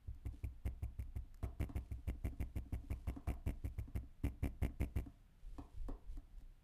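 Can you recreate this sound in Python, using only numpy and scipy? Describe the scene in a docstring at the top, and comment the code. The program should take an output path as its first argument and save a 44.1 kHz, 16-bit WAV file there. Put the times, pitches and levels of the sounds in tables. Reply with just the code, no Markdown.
"""A finger taps a lump of putty on a small plastic base about six times a second, close to the microphone.
Each tap thumps the tabletop and rocks the base: the harder the tap, the later and more often it rebounds.
Light touches fall in between, and the tacky putty ticks as skin peels off it.
At the end the hand leans over and presses with the thumb, swaying the table and rubbing a little.
A small, quiet room rings briefly around it all."""
import sys
import numpy as np
from scipy import signal
from scipy.fft import rfft, irfft
from scipy.io import wavfile

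SR = 44100
rng = np.random.default_rng(int(sys.argv[2]) if len(sys.argv) > 2 else 0)


def transcribe(u):
    """Save the signal u as a 16-bit wav file named by the first command-line argument.

    u: samples, shape (n,) or (channels, n), limited to [-1, 1]; the rate is SR.
    q: integer samples, one column per channel.
    """
    v = np.clip(np.atleast_2d(u).T, -1, 1)
    q = np.round(v * 32767).astype(np.int16)
    wavfile.write(sys.argv[1], SR, q)


N = 292515

# Taps on the putty. Each row: start in seconds, force in dB relative to full force, relative snap in dB.
TAPS = [(0.0748, -28, -76), (0.2534, -16, -63.5), (0.4336, -15, -66), (0.65, -10, -60),
        (0.8228, -13.5, -60.5), (0.9853, -19.5, -65), (1.1553, -18, -63.5), (1.4276, -12.5, -46),
        (1.5973, -3, -52), (1.7523, -9, -55), (1.909, -19, -67), (2.0712, -8, -61), (2.2399, -6.5, -59),
        (2.3974, -8.5, -62), (2.5563, -8.5, -61), (2.7241, -10.5, -59), (2.9014, -9.5, -55),
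        (3.0701, -8, -49), (3.272, -3.5, -43.5), (3.4615, -3.5, -55), (3.6407, -12, -65),
        (3.7797, -14.5, -60), (3.9477, -9, -61), (4.2356, -1.7, -56.5), (4.4254, -0.7, -55.5),
        (4.6171, -0.3, -56), (4.7987, -2, -56), (4.9567, -4.5, -57)]
# The ring of the tabletop. Each row: pitch in Hz, relative level in dB, t60 in seconds.
TABLETOP_MODES = [(35, -15, .4), (45.2, -14.5, 0.16), (63.03, -3.7, 0.29), (106.5, -5, 0.19),
                  (143, -22, 0.14), (197.2, -8, 0.14), (261.3, 1.5, 0.052), (294, 1, 0.058),
                  (395, -11, 0.018), (480.4, -24, 0.074), (621, -24, .14), (705, -21.5, 0.11)]
# The tone of a dead kick on the tabletop. Each row: frequency in Hz, relative level in dB.
KICK_SPECTRUM = [(40, -12), (105, 5.5), (175, 4.5), (290, 4), (470, -9), (690, -9), (900, -18), (1400, -28),
                 (3000, -36), (8000, -72)]
# The tone of rubbing skin. Each row: frequency in Hz, relative level in dB.
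SKIN_SPECTRUM = [(400, 11), (1100, -6.5), (3000, -1.5), (6000, -6.5), (11000, -7.5), (14400, -20)]


def from_db(db):
    """Decibels to gain."""
    return 10 ** (np.asarray(db) / 20)


def rms_one(x):
    """Scale to unit rms."""
    return x / np.sqrt(np.mean(x ** 2) + 1e-20)


def at_hz(points, hz):
    """Read a table on a log-frequency axis."""
    f, value = np.transpose(points)
    return np.interp(np.log(np.maximum(hz, 1)), np.log(f), value)


def clicks(times, db):
    """One impulse for each contact."""
    out = np.zeros(N)
    np.add.at(out, np.clip(np.round(times * SR).astype(int), 0, N - 1), from_db(db))
    return out


def soften(x, hz, order):
    """Low-pass: a soft contact passes little treble."""
    return signal.sosfilt(signal.butter(order, hz, fs=SR, output="sos"), x + 1e-18)


def colour(x, spectrum):
    """Causal (minimum-phase) filter with this spectrum and unit power gain."""
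    size = 2 ** 14
    gain = rms_one(from_db(at_hz(spectrum, np.arange(size // 2 + 1) * SR / size)))
    cepstrum = irfft(np.log(gain))[:size // 2]
    cepstrum[1:] *= 2
    response = irfft(np.exp(rfft(cepstrum, size)))
    return signal.fftconvolve(x, response)[:N]


def bursts(hits, t60):
    """Each impulse sets off a puff of noise that dies away."""
    decay = from_db(-120 / (t60 * SR))
    power = signal.lfilter([1], [1, -decay], hits ** 2 + 1e-24)
    return np.sqrt(power) * rng.standard_normal(N)


def strike(modes, times, db, spread_db):
    """Every blow rings each mode with its own strength; neighbouring modes swing in opposite senses."""
    out = np.zeros(N)
    for k, (hz, level_db, t60) in enumerate(modes):
        r, w = from_db(-60 / (t60 * SR)), 2 * np.pi * hz / SR
        force = clicks(times, db + level_db + spread_db * rng.standard_normal(len(times)))
        out += (-1) ** k * signal.lfilter([0, np.sin(w)], [1, -2 * r * np.cos(w), r * r], force + 1e-18)
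    return out


def stutter(times, db, span_s, spread_db, count):
    """Break each contact into a quick run of uneven little impacts that share its energy."""
    late = span_s * (np.arange(count) + rng.random((len(times), count))) / count
    share = from_db(spread_db * rng.standard_normal((len(times), count)) - 8 * late / span_s)
    share /= np.sqrt(np.sum(share ** 2, axis=1, keepdims=True))
    return (times[:, None] + late).ravel(), (db[:, None] + 20 * np.log10(share)).ravel()


def swells(rows, skew):
    """Gain of strokes that each rise and fall in a half sine; a skew below 1 makes them peak early."""
    t = np.arange(N) / SR
    return sum(from_db(db) * np.sin(np.pi * np.clip((t - start) / length, 0, 1) ** skew)
               for start, length, db in rows)


def room_tone():
    """A steady bed of quiet room rumble and microphone hiss."""
    # Each row: frequency in Hz, relative level in dB.
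    bed_spectrum = [(12, -35.5), (20, 3), (130, -7), (437, -27), (778, -27), (1180, -32), (1310, -30),
                    (1640, -32), (3350, -35.5), (5650, -43), (14400, -43.5)]
    return from_db(-68) * rms_one(colour(rng.standard_normal(N), bed_spectrum))


def table_sway():
    """Shifting weight sways the table: a faint rumble under the tapping, swelling as the hand leans."""
    # Each row: frequency in Hz, relative level in dB.
    sway_spectrum = [(10, -13.5), (20, -4.5), (30, 2.5), (45, -12), (85, -20), (160, -46), (400, -79),
                     (2000, -110)]
    # The hand leans in. Each row: start in seconds, length in seconds, peak level in dB.
    leans = [(5.41, .28, -50.5), (5.74, .24, -40), (6.04, .24, -44), (6.33, .2, -51)]
    tapping = np.arange(N) / SR < 5.1
    rumble = rms_one(colour(rng.standard_normal(N), sway_spectrum))
    bed_gain = soften(from_db(np.where(tapping, -57, -69)), hz=20, order=1)
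    return rumble * (bed_gain + swells(leans, skew=.55))


def thumps():
    """The putty cushions the finger, so only the lowest table modes answer its weight."""
    times, force_db, _ = np.transpose(TAPS)
    thump_db = -31.8 + .19 * force_db   # cushioned: it grows little with force
    return soften(strike(TABLETOP_MODES, times + .00034, thump_db, spread_db=.75), hz=134.8, order=3)


def knocks(touches):
    """The finger knocks on the table: full taps with its soft pad, light touches with its tip."""
    press_s = .0066   # the putty squashes this long before the push reaches the table
    tap_times, force_db, _ = np.transpose(TAPS)
    pad_db = -34 + .53 * force_db
    pad_ring = strike(TABLETOP_MODES, tap_times, pad_db, spread_db=2.2)
    pad_kick = colour(clicks(tap_times + press_s, pad_db + 19), KICK_SPECTRUM)
    pad = soften(pad_ring + pad_kick, hz=335, order=2)
    touch_times, tip_db, _ = touches.T
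    tip_ring = strike(TABLETOP_MODES, touch_times + .0019, tip_db + 1, spread_db=3)
    tip_ring = soften(tip_ring, hz=385, order=2)
    tip_ring -= soften(tip_ring, hz=150, order=1)   # a shorter contact stirs less bass
    tip_kick = colour(clicks(touch_times + .00307, tip_db + 13), KICK_SPECTRUM)
    return pad + tip_ring + tip_kick


def snaps(touches):
    """Skin snaps against the putty: a short ring and a puff of hiss on every tap and touch."""
    # Fingertip, putty and base together. Each row: pitch in Hz, relative level in dB, t60 in seconds.
    snap_modes = [(404, -8.5, 0.025), (605, -11, 0.013), (685, -7, 0.029), (1021.5, 0, 0.016),
                  (1233, -2, 0.01), (1735, -13, 0.016)]
    times, _, snap_db = np.vstack([TAPS, touches]).T
    ring = strike(snap_modes, times + .0012, snap_db + 1, spread_db=2)
    skin = colour(bursts(clicks(times, snap_db - 15), t60=.051), SKIN_SPECTRUM)
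    return ring + skin


def base_contacts():
    """The rocking base meets the table. Each row: time in seconds, chatter in dB, kick offset in dB."""
    # The base tips, drops an edge, falls flat and rebounds twice; a harder tap throws it higher.
    # Each row: delay at full force in seconds, added seconds per dB of force, chatter at full force in dB,
    # added dB per dB of force, least force needed in dB, kick offset from the chatter in dB.
    rocking = [(0.0071, -.00007, -50, .23, -26, -8), (0.0132, 0, -49.5, .75, -22, -12),
               (0.016, .0001, -44, .85, -22, 5), (0.0186, 0, -53, .15, -25, -14),
               (0.032, .00055, -44.5, .4, -13.5, 5.5), (0.0352, .00065, -50, .6, -12, -9),
               (0.0462, .0007, -48.5, .1, -8, 5), (0.0503, .0006, -51.5, .2, -7, -2)]
    # Lone ticks as the base settles. Each row: start in seconds, relative chatter in dB.
    settling_ticks = [(1.0246, -58), (3.339, -59), (3.679, -57)]
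    light_kick_db, uneven_s, uneven_db = -16, .0004, 1.0
    rows = [(start, db, light_kick_db) for start, db in settling_ticks]
    for start, force_db, _ in TAPS:
        rows.append((start, -67 + .7 * force_db, light_kick_db))   # a graze as the finger lands
        for delay, delay_per_db, full_db, per_db, least_db, kick_db in rocking:
            late, louder = rng.standard_normal(2)
            spare_force = max(1 - from_db(least_db - force_db), 1e-4)   # only the excess lifts the base
            landing = start + delay + delay_per_db * force_db + uneven_s * late
            chatter_db = full_db + per_db * force_db + 10 * np.log10(spare_force) + uneven_db * louder
            rows.append((landing, chatter_db, kick_db))
    return np.array(rows)


def base_chatter():
    """Each contact of the base spits gritty clicks, rings the plastic and gives the table a dead kick."""
    # Each row: pitch in Hz, relative level in dB, t60 in seconds.
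    plastic_modes = [(1450, -23, 0.0022), (2107, 2, 0.008), (2350, -1.3, 0.012), (2762, -8.5, 0.012),
                     (5275, -32, 0.052), (10400, -56, 0.003), (12100, -32, 0.012)]
    # Each row: frequency in Hz, relative level in dB.
    grit_spectrum = [(500, 20.5), (1000, 10.5), (2300, -7.5), (3600, 1.5), (5500, 5.5), (8000, 8.5),
                     (10200, 11.5), (14400, 11.5)]
    times, db, kick_db = base_contacts().T
    firm_db = .34 * (db + 53.5)   # firm contacts ring the plastic; grazing ones are mostly grit
    plastic = strike(plastic_modes, times + .00021, db + firm_db - .3, spread_db=2.8)
    grit_db = db - firm_db
    # An edge never lands flat, so each click is a tiny flam.
    flam_times, flam_db = stutter(times - .0003, grit_db, span_s=.0013, spread_db=4, count=2)
    sharp = clicks(flam_times, flam_db + 13.3) * rng.choice([-1, 1], N)
    hits = clicks(times, grit_db)
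    fizz = from_db(-15) * bursts(hits, t60=.013) + from_db(-14) * bursts(hits, t60=.049)
    grit = colour(sharp + fizz, grit_spectrum)
    kick = colour(clicks(times + .0005, db + kick_db + 26.5), KICK_SPECTRUM)
    return plastic + grit - kick


def room_tail(x):
    """Diffuse tail of a small room, dying at its own pace in each octave."""
    # Each row: frequency in Hz, relative level in dB.
    tail_spectrum = [(150, -2), (300, 0), (480, -2.5), (680, 3.5), (1050, -1), (1600, -13), (2500, -0.5),
                     (5000, -8.5), (14000, -24)]
    # Each row: frequency in Hz, t60 in seconds.
    decay_times = [(150, 0.45), (700, 0.35), (2500, 0.26), (14000, 0.46)]
    t = np.arange(int(.6 * SR)) / SR
    tail = np.zeros(len(t))
    for low_hz in 110 * 2. ** np.arange(7):
        octave = signal.butter(2, [low_hz, 2 * low_hz], "band", fs=SR, output="sos")
        band = signal.sosfilt(octave, rng.standard_normal(len(t)))
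        hz = low_hz * np.sqrt(2)
        tail += band * from_db(at_hz(tail_spectrum, hz) - 60 * t / at_hz(decay_times, hz))
    tail *= 1 - np.exp(-t / .002)
    return signal.fftconvolve(x, tail / np.sqrt(np.sum(tail ** 2)))[:N]


def putty_peel():
    """Skin peeling off the tacky putty makes a few tiny bright clicks."""
    # The putty lets go. Each row: start in seconds, relative level in dB.
    releases = [(0.147, -73), (1.3438, -61.5), (1.373, -71.5), (5.883, -66), (6.171, -66), (6.383, -75),
                (6.41, -74)]
    # Each row: frequency in Hz, relative level in dB.
    peel_spectrum = [(500, -6), (1800, 12), (3200, -16), (4400, 4), (6300, 2.5), (8000, 4), (11000, -3),
                     (14400, 5)]
    times, db = stutter(*np.transpose(releases), span_s=.0025, spread_db=2.5, count=5)
    return colour(clicks(times, db + 21.5) * rng.choice([-1, 1], N), peel_spectrum)


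def light_touches():
    """Touches that leave the base at rest, plus the faint bump of the finger lifting after each tap."""
    # Each row: start in seconds, relative knock in dB, relative snap in dB.
    touches = [(0.333, -54, -85), (1.691, -42.5, -51.5), (1.978, -56, -73), (2.146, -54, -76),
               (2.322, -48.5, -65), (2.654, -52, -82), (2.834, -50, -76), (3.162, -41, -53),
               (3.874, -50, -64), (4.029, -49, -74), (4.693, -52, -64), (5.06, -44.5, -58.5),
               (5.582, -42, -47.5), (5.884, -40.5, -46.5), (6.17, -52, -64), (6.41, -62, -75)]
    lift_s, scatter_s = .08, .006
    lifts = [(start + lift_s + scatter_s * rng.standard_normal(), -64, -80) for start, _, _ in TAPS]
    return np.array(touches + lifts)


def skin_rub():
    """Sliding skin hisses in fine grains."""
    # Each row: start in seconds, length in seconds, relative peak level in dB.
    slides = [(.29, .17, -75.5), (1.65, .5, -80), (2.1, .6, -81.5), (2.62, .72, -78.5), (3.45, .5, -82.5),
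              (4.75, .55, -85), (5.36, .4, -78), (5.68, .24, -77.5), (6.07, .14, -76), (6.36, .08, -80)]
    grain_db = 3 * rms_one(soften(rng.standard_normal(N), hz=126, order=2))
    hiss = colour(rng.standard_normal(N) * from_db(grain_db), SKIN_SPECTRUM)
    return hiss * swells(slides, skew=.9)


def scene():
    """Table, base and hand over a quiet room, in mono."""
    touches = light_touches()
    knock = knocks(touches)
    snap = snaps(touches)
    rattle = base_chatter() + putty_peel()
    # Knocks reach the microphone through the table, snaps through the air, so snaps carry more room.
    tail = room_tail(from_db(-21.5) * knock + from_db(-25) * rattle + from_db(-3.5) * snap)
    return (room_tone() + thumps() + knock + snap + rattle + table_sway() + skin_rub() + tail)[None]


def record(dry):
    """A steep low-pass takes off the very top."""
    cutoff_hz = 14450
    return signal.sosfilt(signal.ellip(12, .1, 70, cutoff_hz, fs=SR, output="sos"), dry)


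dry = scene()
out = record(dry)
transcribe(out)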